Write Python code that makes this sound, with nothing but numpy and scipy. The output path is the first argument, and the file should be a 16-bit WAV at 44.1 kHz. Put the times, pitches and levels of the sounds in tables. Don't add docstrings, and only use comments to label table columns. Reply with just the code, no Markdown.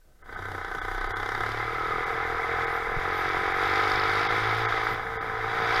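import sys
import numpy as np
from scipy import signal
from scipy.fft import rfft, irfft, next_fast_len
from scipy.io import wavfile
from scipy.ndimage import uniform_filter1d, map_coordinates

SR = 44100
rng = np.random.default_rng(int(sys.argv[2]) if len(sys.argv) > 2 else 0)


def invert_db(level):
    return 10 ** (np.asarray(level, dtype=float) / 20)


def unload_wav(signal):
    wavfile.write(
        sys.argv[1],
        SR,
        np.round(np.clip(np.atleast_2d(signal).T, -1, 1) * 32767).astype(np.int16),
    )


N = 255780
T = np.arange(N) / SR
CRUISE_HZ = 43.7

# time_s, turns_per_s
CRANK = [(0.0, 27.01), (0.5, 32.19), (0.64, 29.73), (0.71, 29.29), (1.25, 32.95), (1.38, 34.87),
         (1.86, 40.02), (2.52, 42.26), (2.84, 41.84), (3.08, 44.56), (3.46, 45.44), (3.77, 49.56),
         (4.09, 50.59), (4.62, 56.18), (4.86, 54.42), (5.12, 56.89), (5.31, 55.07), (5.8, 58.34)]
# pitch_hz, width_hz, level_db
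PIPE_RINGING = [(775, 167, -4), (1001, 79, -4.5), (1250, 175, -5.5), (1610, 64, -1), (1667, 130, -4.5),
                (2043, 110, -10)]
# pitch_hz, width_hz, level_db
UPPER_FINS = [(4400, 810, 0), (5320, 600, -3.5)]
FADE_IN = 0.1837, 0.3747, -27.5, -12.5, -18
# time_s, half_length_s, lowest_lost_hz
DROPOUTS = [(0.233, 0.0097, 3420), (.359, 0.0049, 5000), (0.783, 0.004, 7000), (0.807, 0.006, 5060),
            (.999, 0.0045, 5470), (1.085, 0.0058, 4800), (1.141, 0.018, 4070), (2.05, 0.0057, 5500),
            (2.664, 0.0058, 4500), (3.535, 0.0049, 4000), (4.284, 0.0064, 5400), (4.563, 0.0045, 6000),
            (4.673, 0.0059, 6850), (5.194, 0.017, 5220)]


def unit(x):
    return x / np.sqrt(np.mean(x ** 2) + 1e-20)


def curves(rows):
    s, *cols = np.transpose(rows)
    return [np.interp(T, s, c) for c in cols]


def bump(at_s, half_s, power=2):
    return np.exp(-((T - at_s) / half_s) ** power)


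def steady(x, span):
    return x / np.sqrt(np.abs(uniform_filter1d(x ** 2, int(span * SR))) + 1e-12)


def wobble(rate):
    return map_coordinates(rng.standard_normal(int(N * rate / SR) + 4), [T * rate])


def later(x, s):
    return np.pad(x, (round(s * SR), 0))[:N]


def filtered(x, response):
    m = next_fast_len(N + 8192)
    return irfft(rfft(x, m) * response(np.fft.rfftfreq(m, 1 / SR)), m)[:N]


def resonance(f, centre_hz, width_hz):
    damping = 1j * f * width_hz
    return damping / (centre_hz * centre_hz - f * f + damping)


def body(modes):
    return lambda f: sum((-1) ** k * invert_db(db) * resonance(f, c, w) for k, (c, w, db) in enumerate(modes))


def resonant(x, modes, lo_hz, hi_hz):
    edges = signal.butter(4, [lo_hz, hi_hz], "bandpass", fs=SR, output="sos")
    return unit(signal.sosfilt(edges, filtered(x, body(modes))))


def coloured(spectrum):
    hz, db = np.transpose(spectrum)
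    return unit(filtered(rng.standard_normal(N), lambda f: invert_db(np.interp(np.log(f + 1), np.log(hz), db))))


def burst(turns, db, rise, decay, scatter_db):
    whole = np.floor(turns).astype(int)
    size = invert_db(db + scatter_db * rng.standard_normal(whole.max() + 2)[whole])
    since = (turns - whole) / curves(CRANK)[0]
    return 1 + size * (1 - np.exp(-since / rise)) * np.exp(-since / decay)


def blows(turns, delay, jitter, scatter_db):
    at = np.flatnonzero(np.diff(np.floor(turns)) > 0)
    chance = rng.standard_normal((len(at), 2))
    where = np.clip(at + SR * (delay + jitter * chance[:, 0]), 0, N - 1).astype(int)
    return unit(np.bincount(where, invert_db(scatter_db * chance[:, 1]), N))


def knocks(events, modes, lo_hz, hi_hz, decay, over_db):
    first_blow = 50
    s, db = np.transpose(events)
    t = np.arange(300) / SR
    spray = unit(rng.standard_normal((len(s), len(t))) * np.exp(-t / decay)) - first_blow * (t == 0)
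    where = (s[:, None] * SR).astype(int) + np.arange(len(t))
    struck = np.bincount(where.ravel(), (spray * invert_db(db)[:, None]).ravel(), N)
    rung = resonant(struck, modes, lo_hz, hi_hz)
    return rung / np.abs(rung).max() * invert_db(db.max() + over_db)


def wind(shut):
    # pitch_hz, level_db_per_hz
    buffet_colour = [(4, -23), (14, 7.5), (35, 1), (70, -4), (130, -51), (300, -49)]
    # pitch_hz, level_db_per_hz
    road_colour = [(50, -22), (90, 7), (150, 1.5), (250, -2), (600, -1), (1300, -21), (2500, -27.5),
                   (4000, -38.5), (15000, -32)]
    # time_s, level_db, half_length_s
    gusts = [
        (0.493, -4, 0.16),
        (1.117, 2, 0.33),
        (2.35, 0, 0.18),
        (2.89, 7.5, 0.071),
        (4.71, 7, 0.053),
        (5.042, 5.5, 0.075),
        (5.8, 3, 0.1),
    ]
    *_, buffet_from_db, road_from_db = FADE_IN
    buffet_db = -46.5 + sum(db * bump(s, half) for s, db, half in gusts)
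    road_db = -48 + 5 * np.log2(curves(CRANK)[0] / CRUISE_HZ)
    buffet = invert_db(buffet_db + buffet_from_db * shut + 1.1 * wobble(8.4)) * coloured(buffet_colour)
    road = invert_db(road_db + road_from_db * shut + 2.6 * wobble(13)) * coloured(road_colour)
    return buffet + road


def laws(speed, throttle):
    # resting_db, full_throttle_db, lugging_db, db_per_octave_of_speed
    part_laws = [(-6.5, -3.5, -1, -0.5), (-22, 9, 1.1, 5.6), (-33.5, 4.5, 3, -1.7), (-30, 18, 24, -3.5),
                 (-14.5, 6.5, -9.5, -0.2), (-2.5, 13, 7, 0.5), (8, -21, 1, 11), (-8, 0, 1, 0.5),
                 (-10, 2.5, -6.5, -4.8), (-18, 13, -8, -4), (-26, 0, 14, -20), (-18, 12, -6, 0),
                 (0, -3, 4.5, 0)]
    lugs_below_hz, lug_fade_hz = 38.5, 4.4
    lugging = np.clip((lugs_below_hz - speed) / lug_fade_hz, 0, 1)
    return np.array(part_laws) @ [np.ones(N), throttle, lugging, np.log2(speed / CRUISE_HZ)]


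def exhaust(firing, ring_db):
    # pitch_hz, width_hz, level_db
    chamber = [(406, 200, 0)]
    # pitch_hz, width_hz, level_db
    tail_mode = [(461, 45, 0)]

    def swell(f):
        return -np.abs(body(chamber)(f)) / (1 + (284 / (f + 1)) ** 16) / (1 + (f / 560) ** 12)

    puffs = later(firing, .0042)
    gas = puffs + .55 * rng.standard_normal(N)
    ring = unit(filtered(gas, lambda f: -np.abs(body(tail_mode)(f)) ** 2))
    thud = unit(filtered(puffs + .27 * rng.standard_normal(N), swell))
    return thud + invert_db(ring_db) * ring


def casing(port, firing, flare_db, edge_db, bells_db, knock_db):
    # pitch_hz, width_hz, level_db
    pipe_modes = [(788, 148, 0.5), (1322, 255, 2), (1995, 350, -7.5)]
    # pitch_hz, width_hz, level_db
    edge_modes = [(2247, 100, 7), (2710, 250, -10)]
    # pitch_hz, width_hz, level_db
    bell_modes = [
        (1270, 110, 0),
        (2075, 120, 0),
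        (1512, 80, 0),
        (1345, 100, 0),
    ]
    round_trip_s, echo_db = .00395, -4.5
    echoes = sum(invert_db(k * echo_db) * later(firing, .0013 + k * round_trip_s) for k in range(4))
    blow = -resonant(echoes, pipe_modes, lo_hz=603, hi_hz=2350)
    flare = burst(port - .05, flare_db, rise=.001, decay=0.0022, scatter_db=5.5)
    drive = unit(flare * rng.standard_normal(N))
    edge = resonant(drive, edge_modes, lo_hz=2200, hi_hz=3050)
    bark = resonant(drive, PIPE_RINGING, lo_hz=618, hi_hz=2260)
    struck = drive - .8 * later(firing, .0013)
    bells = sum(invert_db(db) * unit(filtered(struck, lambda f: body([bell])(f) ** 2))
                for db, bell in zip(bells_db, bell_modes))
    return bark + invert_db(knock_db) * blow + invert_db(edge_db) * edge + bells


def fin_rattle(slap, rasp_db):
    # pitch_hz, width_hz, level_db
    fin_modes = [(3090, 360, 0), (3378, 102, 7.5), (3710, 286, 3.5), (4800, 130, 1.5), (5025, 530, -7)]
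    buzz = resonant(slap * rng.standard_normal(N), fin_modes, lo_hz=2630, hi_hz=6560)
    rasp = resonant(slap * rng.standard_normal(N), UPPER_FINS, lo_hz=3800, hi_hz=6630)
    return buzz + invert_db(rasp_db) * rasp


def engine_hiss(slap, slap_db):
    # pitch_hz, level_db_per_hz
    hiss_colour = [(3240, -70), (5500, -2), (6690, -5), (9430, -11), (10200, -6), (10700, -5), (12100, -11),
                   (13500, -9.5), (14300, -9), (14500, -26), (15600, -37)]
    depth = 0.98 * np.clip(slap_db / 10, 0, 1) ** 2
    return slap ** depth * invert_db(2.0 * wobble(14)) * coloured(hiss_colour)


def frame_hum(speed, turns, level_db):
    order_lead = [1, -.5, -1.5]
    # pitch_hz, level_db
    frame_answer = [(30, -18.5), (45, -34.5), (65, -32), (85, -20.5), (108, -12.5), (125, -22.5),
                    (150, -26), (175, -37)]
    # shaft_order, time_s, level_db, half_length_s
    rider_shifts = [
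        (3, 0.44, 9, 0.14),
        (1, 1.03, 11.5, 0.18),
        (2, 2.22, 4.5, 0.18),
        (2, 4.55, 6.5, 0.14),
        (3, 3.85, -6, 0.18),
    ]
    hz, answer_db = np.transpose(frame_answer)
    hum = 0
    for k, order_db in enumerate([2.5, -2.5, -1.5]):
        swell_db = sum(db * bump(s, half) for order, s, db, half in rider_shifts if round(order) == k + 1)
        frame_db = np.interp((k + 1) * speed, hz, answer_db)
        gain = invert_db(order_db + swell_db + frame_db + 2.2 * wobble(9))
        hum = hum + gain * np.cos(2 * np.pi * (k + 1) * turns + order_lead[k])
    return invert_db(-25.5 + 0.9 * (level_db + 29.5)) * hum


def engine():
    # time_s, casing_level_db, throttle_0_to_1
    rider_hand = [(0, -47, 0.7), (.38, -37, 0.44), (.75, -33.5, 0.6), (1.05, -31.5, 0.64), (1.5, -30, 0.73),
                  (1.72, -30.5, 0.45), (1.88, -28.5, 0.35), (2.38, -29, 0.2), (2.62, -27, 0.27),
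                  (2.88, -30, 0.13), (3.25, -27, 0.55), (3.5, -26.5, 0.34), (3.75, -24, 0.66),
                  (4.25, -25, 0.68), (4.88, -27.5, 0.5), (5.05, -33, 0), (5.35, -31, 0), (5.8, -23, 0.71)]
    # time_s, ahead_turns, half_length_s
    snatches = [
        (3.05, .065, .05),
        (3.2, .028, .022),
        (3.29, .035, .035),
        (3.48, .04, .025),
    ]
    ring_hush = 3.38, 0.23, -9
    bell_tuning = 39.5, 1.8, 11.6

    speed = curves(CRANK)[0]
    level_db, throttle = curves(rider_hand)
    snatch = sum(ahead * bump(s, half) for s, ahead, half in snatches)
    turns = .59 + np.cumsum(speed) / SR + snatch + .004 * wobble(14)
    port = turns + .0045 * speed
    (silencer_db, fins_db, hiss_db, flare_db, edge_db, slap_db, ring_db,
     bell_db, head_db, rasp_db, case_db, upper_db, knock_db) = laws(speed, throttle)

    hush_s, hush_half_s, hush_db = ring_hush
    ring_db = ring_db + hush_db * bump(hush_s, hush_half_s, power=4)
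    tuned_hz, tuned_width_hz, sings_db = bell_tuning
    bell_db = bell_db + sings_db * np.exp(-((speed - tuned_hz) / tuned_width_hz) ** 2)
    bells_db = bell_db, head_db, case_db, upper_db

    firing = blows(port, 0, jitter=.0001, scatter_db=1.2)
    lag = np.where(speed < 37, .07, .47 - .022 * (speed - CRUISE_HZ))
    slap = burst(port + 1 - lag, slap_db, rise=0.00043, decay=0.0017, scatter_db=3.0)

    layers = [(silencer_db, exhaust(firing, ring_db)),
              (0, casing(port, firing, flare_db, edge_db, bells_db, knock_db)),
              (fins_db, fin_rattle(slap, rasp_db)),
              (hiss_db, engine_hiss(slap, slap_db))]
    motor = sum(invert_db(db) * steady(x, span=0.224) for db, x in layers)
    return invert_db(level_db) * motor + frame_hum(speed, turns, level_db)


def hard_firings():
    # time_s, peak_db
    hard = [(0.229, -32), (0.259, -25), (0.362, -17), (0.418, -16), (0.483, -19), (0.58, -27), (0.614, -14),
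            (0.947, -19), (0.978, -19), (1.011, -8), (1.228, -19), (1.318, -21), (1.348, -6.5), (1.407, -9),
            (1.435, -5), (1.462, -7.5), (3.01, -26), (3.75, -8), (4.723, -1), (4.774, -3), (4.868, -1),
            (5.066, -9.5), (5.228, -6.5), (5.297, -6.5)]
    # time_s, peak_db
    ticks = [(3.6966, -39), (3.7171, -35), (3.7365, -35), (3.757, -41), (3.8029, -42), (3.9171, -28),
             (3.958, -27), (3.9969, -26.5), (4.0368, -31), (4.0957, -30), (4.1546, -31), (4.1935, -36),
             (4.2129, -34), (4.2319, -34.5), (4.2509, -32), (4.2698, -39), (4.4344, -44), (5.7095, -41),
             (5.7455, -27), (5.7629, -29)]
    return (knocks(hard, PIPE_RINGING[2:], lo_hz=890, hi_hz=2300, decay=.002, over_db=-15)
            + knocks(ticks, UPPER_FINS, lo_hz=4220, hi_hz=5530, decay=.0012, over_db=3))


def chain():
    # start_s, end_s, level_db
    whistles = [
        (2.68, 2.79, -61),
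        (3.117, 3.236, -61),
        (3.49, 3.733, -62),
        (3.876, 4.04, -66),
        (4.403, 4.64, -63),
        (4.826, 4.955, -62),
    ]
    # pitch_hz, level_db
    tones = [(13867, 0), (10406, -4)]
    on = sum(invert_db(db) * np.clip(np.minimum(T - a, b - T) / 0.016, 0, 1) for a, b, db in whistles)
    return on * sum(invert_db(db + 3.1 * wobble(40)) * np.sin(2 * np.pi * hz * T + 1.7 * wobble(60))
                    for hz, db in tones)


def jolt():
    # time_s, pitch_hz, peak_db, half_length_s, lead_turns
    swings = [
        (2.98, 20, -25, .022, 0),
        (2.9715, 125, -26, .007, .25),
    ]
    return sum(invert_db(db) * bump(s, half) * np.sin(2 * np.pi * (hz * (T - s) + lead))
               for s, hz, db, half, lead in swings)


def scene():
    # pitch_hz, width_hz, depth_0_to_1
    hollows = [(588, 390, 0.36), (909, 79, 0.58)]

    def housing(f):
        return np.prod([1 - np.clip(d, 0, 1) * resonance(f, c, w) for c, w, d in hollows], axis=0)

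    amplifier = invert_db(-69.5) * rng.standard_normal(N)
    start_s, end_s, engine_from_db = FADE_IN[:3]
    shut = np.clip((end_s - T) / (end_s - start_s), 0, 1) ** 2.2
    motor = filtered(invert_db(engine_from_db * shut) * engine() + hard_firings(), housing)
    return (motor + wind(shut) + chain() + jolt() + amplifier)[None]


def thinned(x):
    # pitch_hz, share_of_time_0_to_1
    empty_bands = [(6800, 0), (8000, .05), (9400, .12), (11000, .03), (12000, .07), (13600, .03),
                   (14100, .1), (14300, .55), (14600, .15), (15600, .4)]
    hz, s, z = signal.stft(x, SR, nperseg=1536, noverlap=1024)
    local = np.sqrt(uniform_filter1d(np.abs(z) ** 2, size=41, axis=0) + 1e-20)
    dropped = sum(np.abs(s - at) < half for at, half, _ in DROPOUTS if half > .0045)
    bar = np.interp(hz, [2900, 3300, 9000], [0, .35, .85])[:, None]
    bar = bar + 1.05 * np.interp(hz, [400, 2300, 2500], [.5, .5, 1])[:, None] * dropped
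    chance = uniform_filter1d(rng.standard_normal((len(hz) // 10 + 1, len(s))), size=6, axis=1)
    rank = chance.argsort(axis=1).argsort(axis=1)[np.arange(len(hz)) // 10] / len(s)
    filled = rank >= np.interp(hz, *np.transpose(empty_bands))[:, None]
    kept = (np.abs(z) > bar * local) & filled
    return signal.istft(z * kept, SR, nperseg=1536, noverlap=1024)[1][:N]


def treble_dropouts(x):
    hz, s, z = signal.stft(x, SR, nperseg=256, noverlap=192)
    for at, half, lo_hz in DROPOUTS:
        lost = np.clip((half - np.abs(s - at)) / .008 + .3, 0, 1)
        z = z * (1 - (hz[:, None] > lo_hz) * lost)
    return signal.istft(z, SR, nperseg=256, noverlap=192)[1][:N]


def roll_off(x):
    return signal.sosfilt(signal.butter(12, 15700, fs=SR, output="sos"), x)


def record(dry):
    mix = treble_dropouts(thinned(dry[0]))[None]
    return roll_off(mix)


dry = scene()
out = record(dry)
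unload_wav(out)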